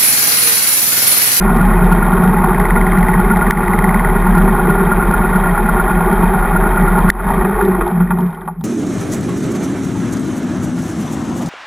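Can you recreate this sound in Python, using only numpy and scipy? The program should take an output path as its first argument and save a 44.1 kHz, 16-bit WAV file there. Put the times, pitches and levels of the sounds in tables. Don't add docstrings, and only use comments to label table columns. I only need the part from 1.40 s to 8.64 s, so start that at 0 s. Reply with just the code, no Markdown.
import sys
import numpy as np
from scipy import signal
from scipy.fft import rfft, irfft
from scipy.io import wavfile
from scipy.ndimage import uniform_filter1d

SR = 44100
rng = np.random.default_rng(int(sys.argv[2]) if len(sys.argv) > 2 else 0)


def log_audio(samples):
    frames = np.atleast_2d(samples).T
    limited = np.clip(frames, -1, 1)
    pcm = np.round(limited * 32767).astype(np.int16)
    wavfile.write(sys.argv[1], SR, pcm)


N = 319284


def amp(db):
    return 10 ** (np.asarray(db) / 20)


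def rms_one(x):
    return x / np.sqrt(np.mean(x ** 2) + 1e-20)


def in_time(rows):
    s, *columns = np.transpose(rows)
    return [np.interp(np.arange(N) / SR, s, c) for c in columns]


def waver(length):
    once = uniform_filter1d(rng.standard_normal(N), length)
    return rms_one(uniform_filter1d(once, length))


def evened(x, seconds):
    power = uniform_filter1d(x ** 2, max(int(seconds * SR), 1))
    return rms_one(x / np.sqrt(power + 0.026 * np.mean(x ** 2)))


def band(x, low_hz, high_hz, order=2):
    return signal.sosfilt(signal.butter(order, [low_hz, high_hz], "band", fs=SR, output="sos"), x)


def resonance(x, hz, width_hz):
    r, w = np.exp(-np.pi * width_hz / SR), 2 * np.pi * hz / SR
    return signal.lfilter([0, np.sin(w)], [1, -2 * r * np.cos(w), r * r], x + 1e-18)


def clicks_at(seconds, sizes):
    out = np.zeros(N)
    np.add.at(out, np.clip((np.asarray(seconds) * SR).astype(int), 0, N - 1), sizes)
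    return out


# (time [s], four-stroke cycles done [1])
IDLE_CRANK = [(0.0, 0.03), (0.3, 2.896), (0.6, 5.788), (0.9, 8.653), (1.2, 11.455), (1.5, 14.277),
              (1.8, 17.015), (2.1, 19.767), (2.4, 22.565), (2.7, 25.474), (3.0, 28.23), (3.3, 31.03),
              (3.6, 33.761), (3.9, 36.511), (4.2, 39.222), (4.5, 41.956), (4.8, 44.689), (5.1, 47.447),
              (5.4, 50.294), (5.7, 53.12)]
# (time [s], four-stroke cycles done [1])
COAST_CRANK = [(5.949, 55.4), (6.199, 57.3), (6.502, 59.1), (6.799, 60.4), (7.24, 61.5)]


def each_cycle(places, jitter):
    s, cycles = np.transpose(IDLE_CRANK + COAST_CRANK)
    due = np.arange(0, 62)[:, None] + np.asarray(places)
    due = due + jitter * rng.standard_normal(due.shape)
    return np.interp(due, cycles, s, left=9, right=9)


def crank_cycles():
    return in_time(IDLE_CRANK + COAST_CRANK)[0]


# (times a cycle [1], place of the crest [cycle], depth [dB])
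CRANK_SWELL = [(1, 1, 0), (2, 0.02, 0.5), (4, 0.014, 0.5)]


def chug():
    cycles = crank_cycles()
    swell_db = sum(db * np.cos(2 * np.pi * round(times) * (cycles - crest)) for times, crest, db in CRANK_SWELL)
    return amp(swell_db)


# (frequency [Hz], relative density [dB per Hz])
BED_SPECTRUM = [(20, -5), (60, 0), (75, -8), (95, 3.5), (118, -8.5), (300, -14.5), (550, -11), (1500, -23),
                (2200, -14), (2700, -32.5), (3800, -38.5), (4200, -38.5), (6000, -48.5)]


def bed(level_db):
    hz = np.maximum(np.fft.rfftfreq(N, 1 / SR), 1)
    at_hz, density_db = np.transpose(BED_SPECTRUM)
    shape = amp(np.interp(np.log(hz), np.log(at_hz), density_db))
    return amp(level_db - 7.5) * rms_one(irfft(rfft(rng.standard_normal(N)) * shape, N))


def burst(s, db, hz, length_s, rough):
    t = np.arange(N)[int(s * SR):int((s + length_s) * SR)]
    done = np.linspace(0, 1, len(t))
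    swell = np.sin(np.pi * done ** 0.74) ** 1.96
    grit = uniform_filter1d(rng.standard_normal(len(t)), size=4) * rough
    return t, amp(db) * swell * (np.sin(2 * np.pi * hz * length_s * done) + grit)


# (time [s], level [dB])
LOOSE_TICKS = [(0.96, -18), (1.1, -22), (1.16, -10.5), (1.28, -8.5), (1.4, -11), (1.74, -11.5), (1.79, -24),
               (1.85, -15), (2.07, -13), (2.18, -11.5), (2.23, -25), (2.29, -9.5), (2.44, -8.5),
               (2.55, -9.5), (2.72, -15)]
LOOSE_PLACES = (.462, .966)


def loose_ticks():
    s, db = np.transpose(LOOSE_TICKS)
    at = each_cycle(LOOSE_PLACES, jitter=0.008).ravel()
    hz = 1973 + 23 * rng.standard_normal(len(at))
    return [(a - .001, np.interp(a, s, db), h, .005, .08)
            for a, h in zip(at, hz) if s[0] < a < s[-1]]


# (time [s], level [dB], pitch [Hz], length [s], roughness [1])
SHARP_CLICKS = [(2.1057, -3, 1100, 0.0086, 0.15), (2.1066, -2.5, 1430, 0.0016, 0.26),
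                (2.1084, 6.5, 1844, 0.0029, 0.32), (5.7, 15.5, 1862, 0.005, 0.46)]


def ticks_and_clicks():
    out = np.zeros(N)
    for row in loose_ticks() + SHARP_CLICKS:
        t, ring = burst(*row)
        out[t] += ring
    return out


def struck(seconds, db, struck_hz, hz, reach_db, spread_db):
    draw = rng.standard_normal(np.shape(seconds) + (2,))
    size_db = db - reach_db * np.abs(np.log2(hz / struck_hz)) + spread_db * draw[..., 0]
    return clicks_at(seconds, amp(size_db) * np.sign(draw[..., 1]))


def case_mode(x, hz, width_hz):
    return resonance(resonance(x, hz, width_hz), hz, 4.67 * width_hz) * 8 * np.pi * width_hz / SR


# (frequency [Hz], width [Hz], relative level [dB])
CASE_MODES = [(647.4, 45, -11), (762, 41, -7), (837, 29.4, -4), (917, 41, -4.5), (1076, 106, -4),
              (1168, 47, -9.5), (1260, 47, -13.5), (1431.5, 99, -6), (1650, 120, -14.5), (1888, 123, -10.5),
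              (2459, 90, -22), (3214, 106, -29.5), (3666, 133, -31.5)]
# (time [s], relative level [dB])
BRIGHT_TICKS = [(5.7937, -43), (5.8875, -31), (5.9479, -39), (6.0492, -46), (6.0896, -40), (6.2068, -33),
                (6.2257, -38), (6.2507, -30), (6.2861, -39), (6.4075, -42), (6.4637, -39), (6.4767, -32),
                (6.5131, -36), (6.565, -44), (6.5999, -50), (6.6363, -51), (6.7052, -42), (6.7382, -47),
                (6.787, -39), (6.8074, -34), (6.8652, -38), (6.9042, -41), (6.9262, -47), (6.9475, -41),
                (7.01, -46), (7.056, -52), (7.0758, -46), (7.21, -40)]


def bright_ticks():
    s, db = np.transpose(BRIGHT_TICKS)
    rings = sum(case_mode(struck(s, db - 0.5, hz, hz, reach_db=0, spread_db=3), hz, 2 * width_hz)
                for hz, width_hz, _ in CASE_MODES[-2:])
    decay = np.exp(-1 / (.009 * SR))
    puff = signal.lfilter([1], [1, -decay], clicks_at(s, amp(db - 16.0)) + 1e-18)
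    scrape = band(rng.standard_normal(N), 2300., 5800.)
    return rings + puff * rms_one(scrape)


# (time [s], relative level [dB], pitch struck hardest [Hz])
LAST_KNOCKS = [(5.799, -1, 1430), (5.882, -9, 1110), (5.914, -23, 1070), (5.96, -17, 947),
               (6.01, -1.5, 1200), (6.047, 1, 1240), (6.11, -7, 920), (6.162, -6.5, 1410), (6.186, -5, 899),
               (6.21, -1, 1420), (6.348, -7, 1097), (6.376, -10, 910), (6.409, 0, 1410), (6.463, -5.5, 925),
               (6.499, -8, 848), (6.556, -13.5, 896), (6.602, -5.5, 1397), (6.706, -0.5, 1410),
               (6.623, -16, 1450), (6.77, -14, 866.6), (6.787, -7, 940), (6.832, -20.5, 800),
               (6.926, -19.5, 940), (6.972, -19, 896), (7.015, -17, 1380), (7.076, -6, 898),
               (7.209, -22.5, 880)]


def knocks():
    s, db, struck_hz = np.transpose(LAST_KNOCKS)
    s = s[:, None] + np.array([0, .004, .011])
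    db = db[:, None] + np.array([0, -3., -6.])
    out = 0
    for hz, width_hz, mode_db in CASE_MODES:
        hits = struck(s, db, struck_hz[:, None], hz, reach_db=10.5, spread_db=2)
        out = out + amp(.5 * mode_db - 7.0) * case_mode(hits, hz, width_hz)
    return out


# (time [s], main ping relative level [dB], leading ping relative level [dB])
PING_LEVELS = [(0.0, -16.5, -19), (0.6, -11.5, -27), (1.2, -17.5, -26), (1.8, -12, -17), (2.7, -15.5, -31),
               (3.3, -12.5, -16), (4.0, -12, -14.5), (5.0, -11.5, -15), (5.7, -13, -16)]


def pings():
    ping_hz, ping_width_hz = 1412., 35.4
    s, *levels = np.transpose(PING_LEVELS)
    at = each_cycle((.015, .745), jitter=0.0068)
    db = np.transpose([np.interp(a, s, level) for a, level in zip(at.T, levels)])
    sizes = amp(db + 5.0 + 2.5 * rng.standard_normal(at.shape)) * (at < s[-1])
    knock_s, knock_db, struck_hz = np.transpose(LAST_KNOCKS)
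    late = struck(knock_s, knock_db - 7.5, struck_hz, ping_hz, reach_db=24, spread_db=0.0)
    return case_mode(clicks_at(at, sizes) + late, ping_hz, ping_width_hz)


# (place [cycle], pitch struck hardest [Hz], relative level [dB])
VALVE_CONTACTS = [(0.96, 930, -1), (0.099, 2600, -2), (0.26, 5600, 9), (0.25, 670, -3.5), (0.41, 3200, 1.5),
                  (0.47, 900, -7), (0.6, 1200, -4.5), (0.76, 1000, -6.5), (0.915, 2760, 1), (.9, 980, -8)]


def valve_gear(level_db, rattle_per_s, rattle_db):
    places, struck_hz, db = np.transpose(VALVE_CONTACTS)
    at, out = each_cycle(places, jitter=.006), 0
    swell = chug()
    looping = np.arange(N) / SR < COAST_CRANK[0][0]
    for hz, width_hz, mode_db in CASE_MODES:
        hits = struck(at, db, struck_hz, hz, reach_db=19.0, spread_db=2.0) * looping
        rattle = (rng.random(N) < rattle_per_s / SR) * rng.standard_normal(N)
        rattle = rattle * amp(rattle_db) * swell
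        out = out + amp(mode_db) * rms_one(case_mode(hits + rattle, hz, width_hz))
    return amp(level_db + 1.0) * rms_one(out)


# (place [cycle], relative level [dB])
FIRING_PULSES = [(0.515, -1), (0.935, 0.5)]


def hollow(modes, level_db, pulse_db, even_s):
    places, db = np.transpose(FIRING_PULSES)
    at, out = each_cycle(places, jitter=0.0146), 0
    for hz, width_hz, mode_db in modes:
        pulses = clicks_at(at, amp(db + pulse_db + 3.3 * rng.standard_normal(at.shape)))
        once = resonance(pulses + rng.standard_normal(N) / 40, hz, width_hz)
        out = out + amp(mode_db) * rms_one(resonance(once, hz, 3.4 * width_hz))
    return amp(level_db) * evened(out, even_s)


def hum(hz, wander_hz):
    return np.sqrt(2) * np.sin(2 * np.pi * np.cumsum(hz + wander_hz * waver(900)) / SR)


# (frequency [Hz], width [Hz], relative level [dB])
THUMP_MODES = [(166, 190, -28), (179.5, 28.2, 7.5), (209, 22.5, 3.5), (230.3, 10.2, -5)]
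DRONE_MODES = [(367.1, 26.3, -2.5), (400, 23, -5), (451.2, 33.5, -11)]
# (time [s], thump relative level [dB], drone relative level [dB])
HOLLOW_LEVELS = [(0.0, -12.5, -20), (0.2, -11.5, -24), (0.5, -11, -20.5), (0.75, -11.5, -21.5),
                 (1.0, -12, -24.5), (1.25, -15.5, -21), (1.45, -13.5, -23.5), (2.05, -12, -20.5),
                 (2.4, -13.5, -23), (2.68, -12, -22), (3.0, -10.5, -22), (3.3, -12.5, -18.5),
                 (3.95, -14, -22.5), (4.7, -14.5, -21), (5.05, -15.5, -24.5), (5.2, -15, -19.5),
                 (5.68, -12.5, -22), (5.81, -15, -20), (5.92, -14.5, -24.5), (6.0, -16.5, -21.5),
                 (6.08, -14.5, -18), (6.18, -21.5, -16), (6.23, -15.5, -9), (6.29, -10, -10.5),
                 (6.32, -18.5, -21), (6.35, -14, -13.5), (6.4, -19, -15.5), (6.46, -24, -17),
                 (6.57, -9.5, -26.5), (6.63, -8, -21), (6.69, -16, -28), (6.76, -10.5, -21),
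                 (6.83, -9, -22), (6.87, -14, -22.5), (6.91, -24, -35), (7.02, -23, -30.5),
                 (7.08, -19.5, -39), (7.14, -27, -39), (7.19, -19, -42), (7.24, -14, -47)]
# (time [s], thump pitch [Hz], drone pitch [Hz])
HOLLOW_PITCH = [(0.0, 180.1, 374), (5.9, 182.8, 376), (6.16, 200.3, 430), (6.24, 194.3, 395.6),
                (6.3, 186.3, 370.6), (6.42, 187.2, 334.4), (6.57, 173.7, 382), (6.85, 180.7, 365),
                (6.92, 166.4, 380), (7.24, 168, 380)]


def thump_and_drone():
    firing, = in_time([(COAST_CRANK[0][0], 1), (COAST_CRANK[1][0], 0)])
    thump_db, drone_db = (db + 1.69 * waver(1500) for db in in_time(HOLLOW_LEVELS))
    thump_db = thump_db + firing * 0.5 * np.cos(4 * np.pi * (crank_cycles() - 0.0033))
    thump_hz, drone_hz = in_time(HOLLOW_PITCH)
    rough_db, wander = -5 * (1 - firing), 0.38 + 0.607 * firing
    thump = hollow(THUMP_MODES, thump_db + rough_db - 3.0, pulse_db=1.5, even_s=0.13)
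    thump = thump + amp(thump_db - 5.5) * hum(thump_hz, wander_hz=6. * wander)
    thump = band(thump, 138., 265., order=4)
    drone = hollow(DRONE_MODES, drone_db + rough_db - 1.0, pulse_db=-7.5, even_s=0.045)
    drone = drone + amp(drone_db - 6.5) * hum(drone_hz, wander_hz=14.02 * wander)
    return thump + drone


# (time [s], order four level [dB], order five level [dB])
BOOM_ORDERS = [(0.0, -15, -26), (0.5, -12.5, -28), (1.0, -19, -25), (1.4, -15, -24), (2.0, -17.5, -18.5),
               (2.3, -19, -30), (2.6, -13.5, -33), (3.0, -14.5, -20), (3.3, -18.5, -34), (3.6, -17, -17.5),
               (3.95, -19, -23.5), (4.15, -17, -25), (4.45, -19, -21), (5.4, -16.5, -24.5),
               (5.7, -13.5, -26)]
ORDER_CRESTS = (.455, .47)
# (time [s], level [dB])
SHED_RING = [(5.7, -7), (5.9, -19), (6.03, -16), (6.09, -32), (6.16, -18.5), (6.31, -29), (6.43, -17),
             (6.53, -39), (6.6, -23.5), (6.77, -28), (6.83, -37), (7.2, -42), (7.24, -27)]


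def boom():
    cycles = crank_cycles()
    firing = np.arange(N) / SR < SHARP_CLICKS[-1][0]
    orders = sum(amp(db + 1.5 * waver(2500)) * np.cos(2 * np.pi * k * (cycles - crest))
                 for k, db, crest in zip((4, 5), in_time(BOOM_ORDERS), ORDER_CRESTS))
    shed_hz = 43.4
    ring = resonance(resonance(rng.standard_normal(N), shed_hz, 8.2), shed_hz, 8.3)
    after = amp(in_time(SHED_RING)[0]) * evened(ring, 0.081)
    share = uniform_filter1d(firing * 1., SR // 20)
    return np.sqrt(2) * share * orders + (1 - share) * after


# (time [s], relative level [dB])
CLATTER_LEVEL = [(0.0, -18.5), (2.3, -19.5), (3.0, -19), (5.6, -19), (5.89, -18), (6.05, -22),
                 (6.31, -22.5), (6.43, -25), (6.68, -30), (6.8, -30), (6.92, -32.5), (7.12, -42),
                 (7.24, -51)]


def scene():
    clatter_db, = in_time(CLATTER_LEVEL)
    noise = chug() * bed(clatter_db)
    metal = valve_gear(clatter_db, rattle_per_s=500., rattle_db=-13.0)
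    metal = metal + pings() + knocks() + bright_ticks()
    return np.tile(noise + ticks_and_clicks() + metal + thump_and_drone() + boom(), (2, 1))


def duck(x, rate_hz, above_db, release_db_s, attack_s):
    t = np.arange(len(x)) / rate_hz
    over_db = np.maximum(20 * np.log10(np.abs(x) + 1e-9) - above_db, 0)
    held_db = np.maximum.accumulate(over_db + release_db_s * t) - release_db_s * t
    held_db = np.append(held_db[30:], held_db[-30:])
    r = np.exp(-1 / (rate_hz * attack_s))
    return x * amp(-signal.lfilter([1 - r], [1, -r], held_db))


def side_noise(x):
    low = signal.sosfilt(signal.butter(6, 330., fs=SR, output="sos"), rng.standard_normal(N))
    follow = uniform_filter1d(np.abs(band(x, 700., 2500.)), int(.012 * SR)) ** 2.16
    return amp(-40.5) * rms_one(follow * signal.lfilter([1], [1, -.99], low))


def record(dry):
    x = signal.resample_poly(dry[0], 40, 147)
    x = duck(x, rate_hz=12000, above_db=0.5, release_db_s=81.5, attack_s=0.0013)
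    x = np.clip(x, -.97, .97)
    x = signal.resample_poly(np.repeat(x, 4), 147, 160)[:N]
    x = np.pad(x, (0, N - len(x)))
    both = x + side_noise(x) * np.array([[1], [-1]])
    droop = signal.butter(8, 14300., fs=SR, output="sos")
    top = signal.ellip(10, .3, 70, 15477, fs=SR, output="sos")
    return signal.sosfilt(top, signal.sosfilt(droop, both))


dry = scene()
out = record(dry)
log_audio(out)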